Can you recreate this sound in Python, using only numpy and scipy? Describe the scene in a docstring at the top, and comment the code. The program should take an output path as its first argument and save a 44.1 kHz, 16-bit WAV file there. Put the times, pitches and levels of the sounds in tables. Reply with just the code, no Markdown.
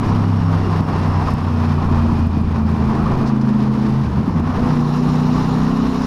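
"""A V-twin motorcycle coasts through a road tunnel: exhaust drone, sinking gear whine and pops in the pipe.
At 4.1 s the revs dip and blip for a lower gear; the tunnel rings with the blip, and a few pops follow.
Order 16 sings out at 4.58 s as the throttle opens; the casing then rings under load as the bike pulls away.
Throughout, traffic roar fills the tunnel and wind buffets the microphone. Orders are sines, pops are ringing
pulses, the rest is mostly shaped noise; a limiter ducks at each peak over its knee."""
import sys
import numpy as np
from scipy import signal
from scipy.fft import rfft, irfft, next_fast_len
from scipy.io import wavfile

SR = 44100
rng = np.random.default_rng(int(sys.argv[2]) if len(sys.argv) > 2 else 0)


def transcribe(signal):
    """Save signal, clipped to [-1, 1], as a 16-bit WAV file at the path in sys.argv[1]."""
    frames = np.atleast_2d(signal).T
    limited = np.clip(frames, -1, 1)
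    pcm = np.round(limited * 32767).astype(np.int16)
    wavfile.write(sys.argv[1], SR, pcm)


N = 267246
SECOND_FIRING_CYCLES = 3 / 8   # 270 of 720 crank degrees

# Engine: (time [s], cycle rate [Hz], levels of orders 3, 5 and 8 [dB])
ENGINE = [(0, 33.57, -23.5, -35, -30), (.12, 33.86, -17, -22.5, -34), (.35, 32.99, -16.5, -20.5, -29.5),
          (.55, 32.6, -15.5, -19, -28.5), (.66, 32.1, -19.5, -26, -33.5), (.8, 31.94, -20, -17, -31),
          (.88, 31.69, -23.5, -25, -31), (.97, 31, -24, -23, -31), (1.05, 30.94, -17.5, -23.5, -32),
          (1.25, 30.83, -22, -21.5, -27), (1.36, 30.18, -26, -21, -35), (1.45, 30.02, -18.5, -25, -22),
          (1.55, 29.65, -18, -27, -25), (1.75, 29.37, -19, -19.5, -23), (1.86, 29.1, -18.5, -26.5, -28.5),
          (1.95, 28.9, -13.5, -20, -19.5), (2.08, 28.84, -18.5, -27, -19), (2.22, 28.42, -17, -35, -20.5),
          (2.36, 27.92, -20.5, -37, -43), (2.47, 27.78, -20, -32, -21.5), (2.65, 27.45, -19, -29, -20.5),
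          (2.84, 26.97, -22.5, -23, -21.5), (2.94, 26.88, -29, -23, -18.5), (3.06, 26.7, -18, -30, -20),
          (3.14, 26.87, -44, -21, -36), (3.24, 26.86, -37, -18.5, -20), (3.4, 26.76, -35, -23.5, -19),
          (3.47, 26.48, -36, -18, -16), (3.55, 26.6, -33.5, -22.5, -17.5), (3.68, 26.55, -35.5, -19, -16),
          (3.76, 26.53, -32, -20.5, -20.5), (3.82, 26.65, -32, -20, -20.5), (3.87, 26.8, -33, -21.5, -20),
          (3.94, 26.78, -29, -18, -23), (4.03, 26.83, -34, -18.5, -17.5), (4.08, 25.5, -23, -33, -35),
          (4.11, 23.73, -24, -26, -32), (4.14, 23.28, -23, -27, -21), (4.17, 24.84, -27, -17, -25),
          (4.2, 26.93, -25, -15, -20), (4.23, 29.87, -28, -27, -22), (4.27, 31.84, -26, -37, -32),
          (4.32, 32.12, -23, -25, -39), (4.37, 29.07, -24, -30, -20.5), (4.41, 28.82, -17, -37, -22.5),
          (4.445, 29.25, -27, -36, -20), (4.465, 30.5, -27, -28, -42), (4.49, 31.73, -24, -31, -20),
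          (4.53, 30.65, -25, -25, -28), (4.565, 29.37, -23, -31, -38), (4.6, 30.1, -32, -27, -17.5),
          (4.64, 30.55, -26, -35, -17.5), (4.7, 31.04, -28, -17, -21.5), (4.78, 29.78, -41, -19.5, -19),
          (4.88, 30.07, -30, -19, -24), (5.02, 30.6, -44, -18, -17.5), (5.18, 30.59, -29, -16.5, -22),
          (5.33, 31.01, -31, -20, -19), (5.62, 31.83, -37, -19.5, -22.5), (5.87, 32.26, -35, -26, -19),
          (6.06, 32.34, -38, -23.5, -21)]
# Orders of the cycle with levels in ENGINE: (order [per cycle])
STRONG_ORDERS = [3, 5, 8]
# Middle orders: (time [s], levels of orders 4, 6, 7, 9 and 11 [dB])
MIDDLE_LEVELS = [(0, -24, -26.5, -26.5, -49, -50), (.35, -38, -26.5, -28, -41, -45),
                 (.65, -41, -34, -33, -42, -39), (1.0, -29, -31, -27, -49, -45),
                 (1.25, -42, -53, -31.5, -31, -48), (1.55, -38, -38, -30.5, -39, -45),
                 (1.85, -34, -30, -32.5, -47, -39), (2.05, -38, -46, -33, -33, -31),
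                 (2.3, -32, -42, -33, -37, -41), (2.45, -33, -33, -30, -48, -45),
                 (2.65, -29, -28.5, -40, -28, -39), (3.05, -50, -25, -28, -29.5, -42),
                 (3.25, -39, -29, -32, -26.5, -44), (3.5, -46, -36, -39, -24.5, -34),
                 (3.7, -49, -34, -55, -28, -40), (4.05, -42, -41, -46, -33.5, -41),
                 (4.25, -42, -26, -36, -45, -45), (4.45, -43, -48, -38, -48, -43),
                 (4.65, -26, -24, -23, -36, -36), (4.85, -33, -30, -32, -49, -33),
                 (5.05, -35, -27, -28, -56, -44), (5.45, -25, -24.5, -26, -41, -46),
                 (5.7, -33, -25, -22.5, -35, -37), (6.06, -45, -23.5, -24.5, -32, -39)]
# Orders with levels in MIDDLE_LEVELS: (order [per cycle])
MIDDLE_ORDERS = [4, 6, 7, 9, 11]
# Faint orders: (order [per cycle], level on shut throttle [dB], level on open throttle [dB])
FAINT_ORDERS = [(2, -47.5, -27.5), (10, -51, -48.5), (13, -44.5, -32.5)]
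# Throttle: (time [s], opening [dB])
THROTTLE = [(0, -21), (4.5, -14.5), (4.62, -10.5), (4.9, -1.5), (6.06, -1)]
# Stretches of louder or softer low exhaust echo: (start [s], end [s], level change [dB])
ECHO_STRETCHES = [(-.1, 2.1, -2.5), (2.2, 3.2, 1.5), (3.3, 4.03, -6), (4.1, 4.7, -4), (4.75, 6.2, -7.5)]
# Pops in the pipe: (time [s], thump level [dB], ring [Hz], crack level [dB])
POPS = [(0.81, -1.5, 180, -37), (1.339, 2, 142, -33), (1.916, -3.5, 200, -52), (2.13, -0.5, 170, -50),
        (2.195, -8, 198, -55), (2.272, -3, 149.8, -37), (2.373, -3.5, 196.4, -50), (2.415, -9, 159, -45),
        (2.591, -10, 129.8, -52), (3.186, -3, 170, -50), (4.185, -3.5, 129.8, -50), (4.28, -1, 188, -43),
        (4.401, -4.5, 199, -45), (4.812, -9.5, 170, -48), (5.089, -5, 180, -57)]
# Blip ringing in the tunnel: (time [s], frequency [Hz], level [dB])
BLIP_RING = [(4.24, 177.1, -60), (4.28, 170.9, -13), (4.32, 167.4, -42), (4.36, 162.2, -12),
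             (4.43, 159, -31), (4.48, 155.7, -20), (4.54, 150.8, -60)]
# Casing resonances: (centre [Hz], width [Hz], level at 0 dB opening [dB])
CASING = [(2797, 400, -49), (3950, 740, -47), (5345, 1100, -47), (6780, 500, -57.5), (9600, 1500, -65),
          (11800, 760, -67)]
# Gear whine: (time [s], frequency [Hz], level [dB])
WHINE = [(0, 2950, -57), (.6, 2825, -53), (.85, 2777, -56), (1.0, 2775, -50), (1.3, 2660, -50),
         (1.5, 2550, -56), (1.9, 2460, -50), (2.25, 2460, -50.5), (2.45, 2420, -54), (2.7, 2390, -52.5),
         (3.0, 2420, -54), (3.25, 2430, -54), (3.4, 2408, -63), (6.06, 2410, -74)]
# Higher companion of the whine: (time [s], frequency [Hz], level [dB])
HIGH_WHINE = [(0, 5580, -56), (.6, 5440, -58), (.9, 5426, -54), (1.3, 5330, -55), (1.7, 5248, -60),
              (2.1, 5211, -74), (6.06, 5192, -85)]
# Tunnel air: (time [s], tyre roar [dB], engine rasp [dB], high exhaust echoes [dB], wind [dB])
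AIR = [(0, -30, -41.5, -27.5, -31), (.12, -27, -38.5, -23, -26), (.26, -30, -43, -28, -35),
       (.42, -29.5, -42.5, -36.5, -29), (.55, -28, -40, -28.5, -30), (.68, -28.5, -40, -25, -31),
       (.8, -25.5, -38.5, -27, -34), (.86, -28, -43, -32, -34), (.95, -27.5, -41, -23, -29),
       (1.0, -26, -37.5, -25.5, -32), (1.12, -29.5, -43.5, -32, -29), (1.21, -25, -39.5, -28, -32),
       (1.25, -28.5, -41.5, -30, -22), (1.285, -24.5, -36.5, -31.5, -27), (1.32, -29, -41.5, -31, -28),
       (1.7, -29.5, -42.5, -28.5, -40), (1.87, -28, -42, -26, -25), (2.1, -29.5, -42, -29.5, -24),
       (2.45, -33.5, -47, -31, -31), (2.7, -30.5, -44.5, -29, -31), (2.8, -30.5, -44, -28, -29),
       (2.95, -26, -41, -22.5, -32), (3.05, -27.5, -41.5, -24, -27), (3.15, -26.5, -41.5, -22.5, -22.5),
       (3.4, -31.5, -45.5, -27.5, -37), (3.95, -31.5, -42.5, -24.5, -31.5), (4.05, -31.5, -44, -32, -37),
       (4.15, -31.5, -44.5, -26, -36), (4.43, -30.5, -47, -33.5, -28), (4.62, -26.5, -39, -24, -25),
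       (4.8, -29.5, -43.5, -30.5, -34), (5.3, -28.5, -42, -25, -34), (5.8, -28.5, -42.5, -28, -30),
       (6.06, -30.5, -42.5, -27.5, -35)]
# Low exhaust echo spectrum: (frequency [Hz], relative density [dB per Hz])
BOOM_SPECTRUM = [(29, -34), (50, -22.5), (110, 0), (150, 0), (185, -1), (236, 0.5), (280, -10),
                 (360, -38.5), (620, -120)]
# High exhaust echo spectrum: (frequency [Hz], relative density [dB per Hz])
BARK_SPECTRUM = [(160, -3.5), (270, -1), (323, -5.5), (476, -10), (545, -22), (600, -34), (780, -43),
                 (1320, -120)]
# Engine rasp spectrum: (frequency [Hz], relative density [dB per Hz])
RASP_SPECTRUM = [(1060, -25), (1800, 0.5), (2150, -6), (2420, -4), (3070, -7.5), (5240, -10.5), (7000, -23),
                 (9100, -60), (15400, -120)]
# Hiss above the rasp, spectrum: (frequency [Hz], relative density [dB per Hz])
HISS_SPECTRUM = [(3650, -21), (6200, -8), (7670, -4.5), (9730, -5), (11800, -9), (13800, -11.5),
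                 (14900, -29)]
# Tyre roar spectrum: (frequency [Hz], relative density [dB per Hz])
ROAR_SPECTRUM = [(240, -8.5), (400, -4.5), (490, -6.5), (575, -7.5), (961, -1), (1060, -1.5), (1520, -12.5),
                 (2210, -24), (2450, -27), (3000, -29), (3900, -54.5), (6600, -120)]
# Wind spectrum: (frequency [Hz], relative density [dB per Hz])
WIND_SPECTRUM = [(7.1, -37), (12, -7.5), (48, -8), (75, -6), (98, -38), (160, -120)]
# Bursts of road hiss: (time [s], length [s], level [dB])
SWISHES = [(.1, 0.035, -48), (1.025, .03, -53), (2.599, 0.027, -59), (3.279, .04, -41.5),
           (3.416, 0.012, -45), (4.603, 0.031, -50)]
# Grit striking the housing: (time [s], peak [dB])
TICKS = [(1.3075, -27)]


def amp(db):
    """Decibels to amplitude."""
    return 10 ** (np.asarray(db) / 20)


def rms_one(x):
    """Scale to rms 1."""
    return x / np.sqrt(np.mean(x ** 2) + 1e-20)


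def in_time(rows):
    """Table columns interpolated to every sample."""
    s, *columns = np.transpose(rows)
    return [np.interp(np.arange(N) / SR, s, c) for c in columns]


def drift(corner_hz):
    """Slow chance: noise through a double one-pole low-pass, spread 1."""
    step = 40   # samples per drawn value
    pole = np.exp(-2 * np.pi * corner_hz * step / SR)
    noise = rng.standard_normal(N // step + 2002)
    slow = signal.lfilter([1], [1, -2 * pole, pole * pole], noise)[2000:]   # drop the run-in
    return np.interp(np.arange(N) / step, np.arange(len(slow)), rms_one(slow - slow.mean()))


def coloured(spectrum):
    """Noise with the given spectrum, -120 dB outside it; rms 1."""
    hz, density_db = np.transpose(spectrum)
    size = next_fast_len(N)
    grid_hz = np.arange(1, size // 2 + 2) * SR / size
    shape = amp(np.interp(np.log(grid_hz), np.log(hz), density_db, left=-120, right=-120))
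    return rms_one(irfft(rfft(rng.standard_normal(size)) * shape, size)[:N])


def narrow_noise(hz, width_hz):
    """Noise band riding on a fixed or moving centre; rms 1."""
    low_pass = signal.butter(2, width_hz / 2, fs=SR, output="sos")
    a, b = signal.sosfilt(low_pass, rng.standard_normal((2, N)))
    phase = 2 * np.pi * np.cumsum(hz * np.ones(N)) / SR
    return rms_one(a * np.cos(phase) + b * np.sin(phase))


def throttle_opening():
    """Throttle opening as an amplitude factor."""
    return amp(in_time(THROTTLE)[0])


def echo_change_db():
    """Level change of the low exhaust echo, faded at each stretch's ends."""
    t, fade_s = np.arange(N) / SR, .08
    return sum(db * np.clip(np.minimum(t - start, end - t) / fade_s + .5, 0, 1)
               for start, end, db in ECHO_STRETCHES)


def firing_phase(order):
    """Phase of one order when two cylinders fire unevenly in a cycle."""
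    return np.angle(1 + 1.02 * np.exp(-2j * np.pi * order * SECOND_FIRING_CYCLES)) + np.pi


def firing_gate(cycle, depth, decay_per_cycle):
    """Two puffs per cycle, each dying away after its firing; rms 1."""
    first = np.exp(-decay_per_cycle * (cycle % 1))
    second = np.exp(-decay_per_cycle * ((cycle - SECOND_FIRING_CYCLES) % 1))
    return rms_one(1 + depth * (first + second))


def singing_order_db():
    """Level of order 16: it leaps up as the throttle opens, then fades to a floor."""
    after_s = np.arange(N) / SR - 4.58
    rise_db_s, fade_db_s = 200, 14
    return np.maximum(-33.5 - np.maximum(-rise_db_s * after_s, fade_db_s * after_s), -53)


def exhaust(cycle, strong_db, wander_rad):
    """Orders of the cycle as sines; wall echoes make each waver in level and phase."""
    opening = throttle_opening()
    coast_waver_db, pull_waver_db, faint_waver_db = 1.7, .8, 1.5
    waver_db = coast_waver_db + opening * (pull_waver_db - coast_waver_db)   # combustion steadies under load
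    faint_change_db = 0.3 * echo_change_db()   # faint orders follow the echo in part
    orders = list(zip(STRONG_ORDERS, strong_db))
    for k, level_db in zip(MIDDLE_ORDERS, in_time(MIDDLE_LEVELS)):
        orders.append((k, level_db + faint_waver_db * drift(4.3)))
    for k, shut_db, open_db in FAINT_ORDERS:
        level_db = shut_db + opening * (open_db - shut_db)
        orders.append((k, level_db + faint_change_db + faint_waver_db * drift(5.3)))
    orders.append((16, singing_order_db()))
    out = np.zeros(N)
    for k, level_db in orders:
        phase = 2 * np.pi * k * cycle + firing_phase(k) + wander_rad * drift(8.8)
        out += np.sqrt(2) * amp(level_db + waver_db * drift(12.0)) * np.cos(phase)
    return out


def pops(turns, crack_s, low_hz):
    """Unburnt fuel goes off in the pipe: a short suction pulse that rings a turn or so, and a crack."""
    out, half = np.zeros(N), 600
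    t = np.arange(-half, half) / SR
    crack_filter = signal.butter(2, 2500, "high", fs=SR, output="sos")
    cracks = signal.sosfilt(crack_filter, rng.standard_normal((len(POPS), 2 * half)))
    for (s, thump_db, ring_hz, crack_db), noise in zip(POPS, cracks):
        thump = -amp(thump_db) * np.cos(2 * np.pi * ring_hz * t) * np.exp(-(t * ring_hz / turns) ** 2)
        crack = amp(crack_db) * noise * np.exp(-(t / crack_s) ** 2)
        start = round(s * SR) - half
        out[start:start + 2 * half] += thump + crack
    return signal.sosfiltfilt(signal.butter(1, low_hz, "high", fs=SR, output="sos"), out + 1e-18)


def blip_ring():
    """The tunnel rings with the blip: one sinking tone that pulses in level."""
    hz, level_db = in_time(BLIP_RING)
    t = np.arange(N) / SR
    heard = (t > BLIP_RING[0][0]) & (t < BLIP_RING[-1][0])
    return np.sqrt(2) * heard * amp(level_db) * np.cos(2 * np.pi * np.cumsum(hz) / SR)


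def casing(gate):
    """Combustion knock excites the metal resonances of the casing as the throttle opens."""
    rings = sum(amp(db + 2.0 * drift(19.0)) * narrow_noise(hz, width_hz) for hz, width_hz, db in CASING)
    return throttle_opening() * gate * rings


def gear_whine(hz, level_db, width_hz):
    """Gear mesh tone blurred by flutter and wall echoes; it comes and goes."""
    return amp(level_db + 1.2 * drift(8)) * narrow_noise(hz * (1 + .004 * drift(4)), width_hz)


def exhaust_echoes(bark_db):
    """The exhaust echoes as low boom and higher bark noise."""
    boom = amp(-25 + echo_change_db() + 2.0 * drift(28)) * coloured(BOOM_SPECTRUM)
    bark = amp(bark_db + 0.75 * drift(19)) * coloured(BARK_SPECTRUM)
    return boom + bark


def engine_rasp(rasp_db, swell, gate):
    """Rasp noise and the hiss above it, puffing with the firing; hiss grows with throttle."""
    rasp = amp(rasp_db + 1.5 * swell + 0.37 * drift(28)) * gate * coloured(RASP_SPECTRUM)
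    hiss_db = rasp_db - 18 + 3 * throttle_opening() + 1.0 * swell + 1.1 * drift(30)
    return rasp + amp(hiss_db) * gate * coloured(HISS_SPECTRUM)


def tyre_roar(roar_db, swell, cycle):
    """Traffic tyre noise in the tunnel, pulsing with the engine firing."""
    gate = firing_gate(cycle, depth=0.34, decay_per_cycle=8.8)
    return amp(roar_db + 1.3 * swell + 0.33 * drift(33)) * gate * coloured(ROAR_SPECTRUM)


def hollow_band(roar_rise_db):
    """Hollow band under the roar that grows faster than it."""
    return amp(-39 + 2 * roar_rise_db) * narrow_noise(729.4, width_hz=255)


def coarse_band(roar_rise_db):
    """Coarse, wandering band near the top of the roar that breaks out as the roar rises."""
    level_db = -39 + 1.76 * roar_rise_db + 3 * drift(20)
    return amp(level_db) * narrow_noise(1086 * (1 + .05 * drift(5)), width_hz=273)


def wind_buffet(wind_db):
    """Gusty low noise of wind on the microphone."""
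    return amp(wind_db + 0.8 * drift(12.0)) * coloured(WIND_SPECTRUM)


def road_bits(low_hz, high_hz):
    """Soft bursts of bright road hiss, and two-sample ticks of grit."""
    t = np.arange(N) / SR
    burst = sum(amp(db) * np.exp(-((t - s) / (length_s / 2)) ** 2) for s, length_s, db in SWISHES)
    band = signal.butter(2, [low_hz, high_hz], "band", fs=SR, output="sos")
    out = burst * rms_one(signal.sosfilt(band, rng.standard_normal(N)))
    for s, peak_db in TICKS:
        out[round(s * SR):][:2] += amp(peak_db) * np.array([1, -.7])
    return out


def scene():
    """Sum of engine, tunnel and road, one channel."""
    rate_hz, *strong_db = in_time(ENGINE)
    roar_db, rasp_db, bark_db, wind_db = in_time(AIR)
    cycle = np.cumsum(rate_hz) / SR
    swell = drift(15.0)   # slow random swell shared by roar, rasp and hiss
    gate = firing_gate(cycle, depth=0.38, decay_per_cycle=4.4)
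    roar_rise_db = roar_db - roar_db.mean()
    out = exhaust(cycle, strong_db, wander_rad=.14)
    out += blip_ring()
    out += pops(turns=0.42, crack_s=0.0011, low_hz=49)
    out += casing(gate)
    out += wind_buffet(wind_db)
    out += exhaust_echoes(bark_db)
    out += tyre_roar(roar_db, swell, cycle)
    out += engine_rasp(rasp_db, swell, gate)
    out += gear_whine(*in_time(WHINE), width_hz=120)
    out += gear_whine(*in_time(HIGH_WHINE), width_hz=200)
    out += hollow_band(roar_rise_db)
    out += coarse_band(roar_rise_db)
    out += road_bits(3800, 5900)
    return out[None]


def record(dry):
    """A limiter drops the gain at each peak over its knee and lets go slowly; soft clip, top cut."""
    knee_db, ratio, release_db_s, attack_s = -4.0, 1.0, 55, 0.0006
    ceiling, stopband_hz = 0.76, 15400
    over_db = ratio * np.maximum(20 * np.log10(np.abs(dry[0]) + 1e-9) - knee_db, 0)
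    slope_db = release_db_s * np.arange(N) / SR
    duck_db = np.maximum.accumulate(over_db + slope_db) - slope_db   # peak hold with linear release
    pole = np.exp(-1 / (attack_s * SR))
    limited = dry * amp(-signal.lfilter([1 - pole], [1, -pole], duck_db))
    clipped = ceiling * np.tanh(limited / ceiling)
    return signal.sosfilt(signal.cheby2(12, 70, stopband_hz, fs=SR, output="sos"), clipped)


dry = scene()
out = record(dry)
transcribe(out)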